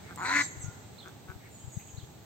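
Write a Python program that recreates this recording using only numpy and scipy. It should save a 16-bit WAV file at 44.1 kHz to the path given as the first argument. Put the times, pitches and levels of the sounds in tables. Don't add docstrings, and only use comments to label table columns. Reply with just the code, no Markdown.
import sys
import numpy as np
from scipy import signal
from scipy.fft import rfft, irfft, next_fast_len
from scipy.io import wavfile
from scipy.ndimage import map_coordinates

SR = 44100
rng = np.random.default_rng(int(sys.argv[2]) if len(sys.argv) > 2 else 0)


def put_to_file(sound):
    columns = np.atleast_2d(sound).T
    safe = np.clip(columns, -1, 1)
    whole_steps = np.round(safe * 32767)
    wavfile.write(sys.argv[1], SR, whole_steps.astype(np.int16))


N = 99225
NEAR_T60_S = 0.16


def amp(db):
    return 10 ** (np.asarray(db) / 20)


def unit(x):
    return x / np.sqrt(np.mean(x ** 2) + 1e-20)


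def clock():
    return np.arange(N) / SR


def along(points, hz):
    point_hz, value = np.transpose(points)
    return np.interp(np.log(hz + 1), np.log(point_hz + 1), value)


def curves(rows):
    time_s, *columns = np.transpose(rows)
    return [np.interp(clock(), time_s, column) for column in columns]


def wobble(rate):
    knots = rng.standard_normal(int(N * rate / SR) + 4)
    return map_coordinates(knots, [clock() * rate])


def filtered(x, response):
    size = next_fast_len(N + SR // 2)
    hz = np.fft.rfftfreq(size, 1 / SR)
    return irfft(rfft(x, size) * response(hz), size)[..., :N]


def noise(spectrum):
    return unit(filtered(rng.standard_normal(N), lambda hz: amp(along(spectrum, hz))))


def panned(x, db):
    return x * amp(np.array([[db], [-db]]) / 2)


def throat(x, spectrum, size=2048):
    log_gain = np.log(amp(along(spectrum, np.fft.rfftfreq(size, 1 / SR))))
    cepstrum = irfft(log_gain)
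    cepstrum[1:size // 2] *= 2
    cepstrum[size // 2 + 1:] = 0
    ring = irfft(np.exp(rfft(cepstrum)))
    return signal.fftconvolve(x, ring / np.linalg.norm(ring))[:N]


def pulses(cycles, rough):
    scatter_db, accent_db, jitter_s = 0.9, 8.5, 0.00013
    at = np.flatnonzero(np.diff(np.floor(cycles)) > 0)
    chance = rng.standard_normal((len(at), 2))
    third = np.resize([1, 0, 0], len(at))
    uneven_db = scatter_db * chance[:, 0] + accent_db * (third - third.mean())
    size = amp(rough[at] * uneven_db) / np.sqrt(np.diff(cycles)[at])
    shifted = np.round(at + jitter_s * SR * rough[at] * chance[:, 1])
    return np.bincount(np.clip(shifted, 0, N - 1).astype(int), size, N)


def echo(x, t60s):
    hz, t, grains = signal.stft(rng.standard_normal((2, SR)), SR, nperseg=256)
    fading = grains * amp(-60 * t / along(t60s, hz)[:, None])
    tail = signal.istft(fading, SR, nperseg=256)[1]
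    late = np.pad(np.atleast_2d(x), ((0, 0), (SR // 250, 0)))
    return signal.fftconvolve(late, tail / np.linalg.norm(tail[0]), axes=1)[:, :N]


def background(pan_db=-0.5, hiss_db=-65.5, hiss_pan_db=-7):
    # pitch_hz, relative_db
    air_colour = [(15, -64), (25, -18), (108, 3), (198, -6), (431, -11), (550, -15), (832, -12.5),
                  (1010, -19.5), (3020, -26), (3950, -23.5), (5200, -31), (8400, -24), (18500, -120)]
    # pitch_hz, likeness (1 the same, 0 unrelated)
    air_likeness = [(60, 1), (400, 0.41), (5000, 0.028)]
    # time_s, level_db
    air_level = [(0, -47), (1.6, -51.5)]
    spread = lambda hz: np.arccos(np.clip(along(air_likeness, hz), -1, 1)) / 2
    mid, side = filtered(
        np.array([noise(air_colour), noise(air_colour)]),
        lambda hz: np.array([np.cos(spread(hz)), np.sin(spread(hz))]))
    air = unit(np.array([mid + side, mid - side])) * amp(curves(air_level)[0])
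    hiss = amp(hiss_db) * rng.standard_normal((2, N))
    return panned(air, pan_db) + panned(hiss, hiss_pan_db)


def puffs():
    # centre_s, peak_db
    puff_times = [(0.576, -31), (.601, -33), (0.645, -24.5), (0.665, -30.5), (.686, -26), (1.3, -28),
                  (1.363, -31.5), (1.649, -31), (1.681, -28), (1.774, -21), (1.946, -32.5), (1.984, -26.5),
                  (2.036, -30.5)]
    full_scale_hz, hz_per_db, width_cycles = 193.6, 3.5, 0.53
    t, left = clock(), np.zeros(N)
    for centre_s, db in puff_times:
        cycles = (t - centre_s) * (full_scale_hz + hz_per_db * db)
        push = np.exp(-(cycles / width_cycles) ** 2) * np.cos(2 * np.pi * cycles)
        left -= amp(db) * push
    return np.array([left, np.zeros(N)])


def water(tick_width=0.21, splash_width=0.2, pan_db=-3, wet_db=-10):
    # start_s, level_db, pitch_hz, t60_s
    tick_rows = [(.16, -29.5, 8570, 0.0076), (1.083, -46, 6700, 0.0096), (1.492, -53, 12000, .006),
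                 (1.792, -60, 13600, .11)]
    # start_s, level_db, pitch_hz
    splash_rows = [(1.794, -54.5, 2240), (1.81, -57.5, 2460), (1.882, -59, 2820)]
    splash_t60_s = 0.13

    def burst(start_s, db, hz, t60_s, width):
        age = clock() - start_s
        band = lambda f: np.exp(-(np.log((f + 1) / hz) / width) ** 2)
        ring = unit(filtered(rng.standard_normal(N), band))
        return ring * (age > 0) * amp(db) * np.exp(-np.log(1000) * abs(age) / t60_s)

    ticks = sum(burst(*row, tick_width) for row in tick_rows)
    splashes = sum(burst(*row, splash_t60_s, splash_width) for row in splash_rows)
    out = ticks + splashes
    return panned(out + amp(wet_db) * echo(out, [(4000, 0.75)]), pan_db)


def chirps(wet_db=-3, waver=0.0375, flutter_db=3):
    # start_s, level_db, left_minus_right_db
    chirp_times = [(0.979, -46, -5.5), (1.968, -52.5, -8.5)]
    # age_s, pitch_hz, relative_db
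    chirp_arch = [(0, 3500, -12), (.006, 4040, -2.5), (.019, 4450, -8), (.026, 3800, -1.5),
                  (.034, 3630, -6.5), (.043, 2950, -20), (.052, 3250, -7), (.07, 3340, -13)]
    t, out = clock(), np.zeros((2, N))
    age_s, pitch_hz, shape_db = np.transpose(chirp_arch)
    for start_s, db, pan_db in chirp_times:
        hz = np.interp(t - start_s, age_s, pitch_hz) * (1 + waver * wobble(400))
        level_db = db + np.interp(t - start_s, age_s, shape_db) + flutter_db * wobble(250)
        sounding = (t > start_s) * (t < start_s + age_s[-1])
        tone = np.sin(2 * np.pi * np.cumsum(hz) / SR)
        out += panned(amp(level_db) * sounding * tone, pan_db)
    return out + amp(wet_db) * echo(out, [(4000, 0.37)])


def whistles(waver=0.012, flutter_db=3, pan_db=-1.5):
    # start_s,
    # length_s, first_hz, last_hz, level_db
    whistle_notes = [(0.173, 0.081, 7300, 6850, -47.5), (0.221, 0.069, 8310, 7560, -50.5),
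                     (.32, 0.14, 6840, 6800, -42.5), (0.405, 0.019, 8240, 7600, -50),
                     (0.409, .075, 7650, 7280, -39), (0.399, 0.05, 6510, 6205, -39.5),
                     (0.472, 0.062, 6940, 6410, -50), (0.594, 0.064, 8390, 6180, -48),
                     (0.597, 0.054, 6780, 5640, -48.5), (0.613, .026, 7570, 7400, -44.5),
                     (0.635, .035, 6850, 6340, -47.5), (.64, 0.073, 1420, 1414, -54),
                     (1.445, 0.076, 2580, 2810, -71), (1.562, 0.075, 3110, 3090, -71),
                     (1.485, 0.18, 8370, 7230, -62.5), (1.5, 0.11, 7310, 6520, -58),
                     (1.679, 0.11, 8100, 7240, -59), (1.694, 0.093, 6980, 6250, -54),
                     (1.847, 0.079, 7950, 7150, -60), (1.855, .065, 7080, 6250, -56)]
    # time_s, echo_db
    whistle_depth = [(.6, -7), (1.5, 4)]
    t, out = clock(), np.zeros(N)
    for start_s, length_s, first_hz, last_hz, db in whistle_notes:
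        progress = np.clip((t - start_s) / length_s, 0, 1)
        hz = (first_hz + (last_hz - first_hz) * progress) * (1 + waver * wobble(350))
        swell = np.sqrt(abs(np.sin(np.pi * progress)))
        level = amp(db + flutter_db * wobble(110)) * swell
        out += level * np.sin(2 * np.pi * np.cumsum(hz) / SR)
    scattered = (out + echo(out, [(7000, NEAR_T60_S / 2)])) / np.sqrt(2)
    deep = echo(out * amp(curves(whistle_depth)[0]), [(7000, 1.0)])
    return panned(scattered + deep, pan_db)


def clucks(calls, resonances, rough=0.69):
    t, drive = clock(), np.zeros(N)
    for centre_s, half_s, db, hz in calls:
        swell = np.cos(np.pi / 2 * np.clip((t - centre_s) / half_s, -1, 1)) ** 2
        drive += pulses(t * hz, np.full(N, rough)) * amp(db) * swell
    return throat(drive, resonances)


def far_duck():
    # centre_s, half_length_s, level_db, pulse_rate_hz
    far_calls = [(.07, 0.079, -58, 215.8), (1.44, 0.074, -59.5, 242.4)]
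    # pitch_hz, relative_db
    far_throat = [(900, -18), (2100, 5), (3800, -35)]
    return echo(clucks(far_calls, far_throat), [(1000, NEAR_T60_S)])


def quack():
    # time_s, pulse_rate_hz
    pulse_rate = [(.176, 140), (.197, 152), (.232, 195), (.241, 140), (.251, 250), (.29, 267), (.33, 280),
                  (.355, 289), (.42, 286)]
    # time_s, level_db
    quack_level = [(.172, -45), (.2, -39), (.216, -35), (.25, -33), (.292, -33), (.335, -32), (.366, -25.5),
                   (.382, -30), (.394, -27.5), (.413, -28), (.427, -40.5)]
    # time_s, opening (0 shut, 1 ajar, 2 half, 3 and above wide), roughness (0-1)
    bill_motion = [(.19, .1, .15), (.225, 0.94, 0.19), (.245, 1.3, 0.43), (.26, 1.85, 0.16),
                   (.3, 1.8, 0.85), (.33, 3.3, 1), (.35, 3.42, 0.33)]
    # pitch_hz, relative_db
    shut = [(120, -34), (330, -2), (560, -19), (1050, 8.5), (1400, -4.5), (2200, -26), (3000, -31),
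            (6000, -40)]
    ajar = [(120, -39.5), (350, -4), (540, -22), (850, 6.5), (1100, 0), (1400, 10.5), (1800, -9.5),
            (3000, -29), (6000, -41)]
    half_open = [(150, -40), (300, -2), (520, -14.5), (800, -14), (980, 6), (1200, -10), (1450, 12.5),
                 (1750, -7), (2020, 0.5), (2450, -8.5), (3000, -36.5), (4150, 1), (5000, -41)]
    wide_open = [(150, -33), (300, -17), (800, -22.5), (1040, -11), (1240, -12.5), (1500, 0), (1820, -3),
                 (2060, 5), (2400, -13), (2950, -27), (5100, -41), (6800, -22.5), (9000, -44)]
    # pitch_hz, relative_db
    rasp_colour = [(300, -14.5), (900, -1.5), (2100, 15), (3000, -10), (4150, 2.5), (5100, -11),
                   (6700, -2.5), (8300, -11.5), (12000, -47)]
    # time_s, pitch_hz, relative_db
    second_voice = [(.265, 945, -13), (.283, 955, -1), (.33, 1024, 2), (.35, 1025, -12.5)]
    rasp_db, fundamental_db, overtone_waver = 0.5, -12.5, 0.018

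    t = clock()
    (hz,), (db,), (bill, rough) = curves(pulse_rate), curves(quack_level), curves(bill_motion)
    sounding = (t > quack_level[0][0]) & (t < quack_level[-1][0])
    cycles = np.cumsum(hz * sounding) / SR + 0.5
    level = amp(db) * sounding
    drive = pulses(cycles, rough) * level
    voice = np.zeros(N)
    for opening, shape in enumerate([shut, ajar, half_open, wide_open]):
        share = np.clip(1 - abs(np.clip(bill, 0, 3) - opening), 0, 1)
        voice += throat(drive * share, shape)
    opened = np.clip(bill - 1, 0, 1)
    gate = 0.5 + 0.5 * np.cos(2 * np.pi * (cycles - 0.25))
    breath = rng.standard_normal(N) * gate ** 2 * level * (0.35 + opened)
    rasp = throat(breath, rasp_colour)
    overtone_hz, overtone_db = curves(second_voice)
    turn = 2 * np.pi * np.cumsum(overtone_hz * (1 + overtone_waver * wobble(119.94))) / SR
    overtone = (1 + gate) / 2 * amp(overtone_db) * np.sin(turn)
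    fundamental = amp(fundamental_db) * np.cos(2 * np.pi * cycles)
    tones = opened * level * np.sqrt(2) * (overtone + fundamental)
    return voice + amp(rasp_db) * rasp + tones


def duck():
    # centre_s, half_length_s, level_db, pulse_rate_hz
    cluck_calls = [(0.112, 0.035, -49, 174.6), (1.07, 0.04, -50, 187.8), (1.303, 0.036, -47.5, 187.5)]
    # pitch_hz, relative_db
    cluck_throat = [(150, -30.5), (370, 3.5), (520, -10.5), (950, -8.5), (1300, 3.5), (1550, 5.5),
                    (1850, -17), (2300, -11), (3500, -30)]
    # pitch_hz, left_minus_right_db
    port_level = [(600, -1.5), (1300, 2.5), (2300, 7), (4400, -8), (12000, 5)]
    # pitch_hz, lead_radians
    port_phase = [(300, 0.054), (1200, 1.27), (2400, 0.94), (4200, 1.85)]
    # pitch_hz, gain_db
    foliage = [(2600, -28), (3900, -1), (6000, 0)]
    # pitch_hz, t60_s
    tree_decay = [(1500, 1), (8000, 1), (14000, 0.24)]
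    leaves_delay_s, leaves_pan_db = 0.014, -6.5
    bank_delay_s, bank_db, bank_top_hz = 0.38, -30.5, 1900
    ground_db, trees_db = -11, -21.5

    voice = quack() + clucks(cluck_calls, cluck_throat)
    side = np.array([[0.5], [-0.5]])
    direct = filtered(voice, lambda hz: amp(side * along(port_level, hz))
                      * np.exp(1j * side * along(port_phase, hz)))
    delay = lambda hz, seconds: np.exp(-2j * np.pi * hz * seconds)
    treble = filtered(voice, lambda hz: amp(along(foliage, hz)) * delay(hz, leaves_delay_s))
    leaves = panned(echo(treble, [(4000, NEAR_T60_S)]), leaves_pan_db)
    dull = filtered(voice, lambda hz: delay(hz, bank_delay_s) / (1 + (hz / bank_top_hz) ** 8))
    bank = amp(bank_db) * echo(dull, [(1000, NEAR_T60_S)])
    ground = amp(ground_db) * echo(voice, [(1000, NEAR_T60_S)])
    trees = amp(trees_db) * echo(voice, tree_decay)
    return direct + leaves + bank + ground + trees


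def scene():
    return duck() + far_duck() + whistles() + chirps() + water() + puffs() + background()


def record(dry):
    # pitch_hz, gain_db
    treble_notch = [(8350, 0.5), (8600, -5.5), (9000, -21.5), (10000, -22.5), (11350, -26), (11600, 3.5)]
    low_cut_hz, top_hz = 79, 15850
    low_cut = lambda hz: hz ** 2 / np.hypot(hz ** 2, low_cut_hz ** 2)
    return filtered(dry, lambda hz: amp(along(treble_notch, hz)) * low_cut(hz) * (hz < top_hz))


dry = scene()
out = record(dry)
put_to_file(out)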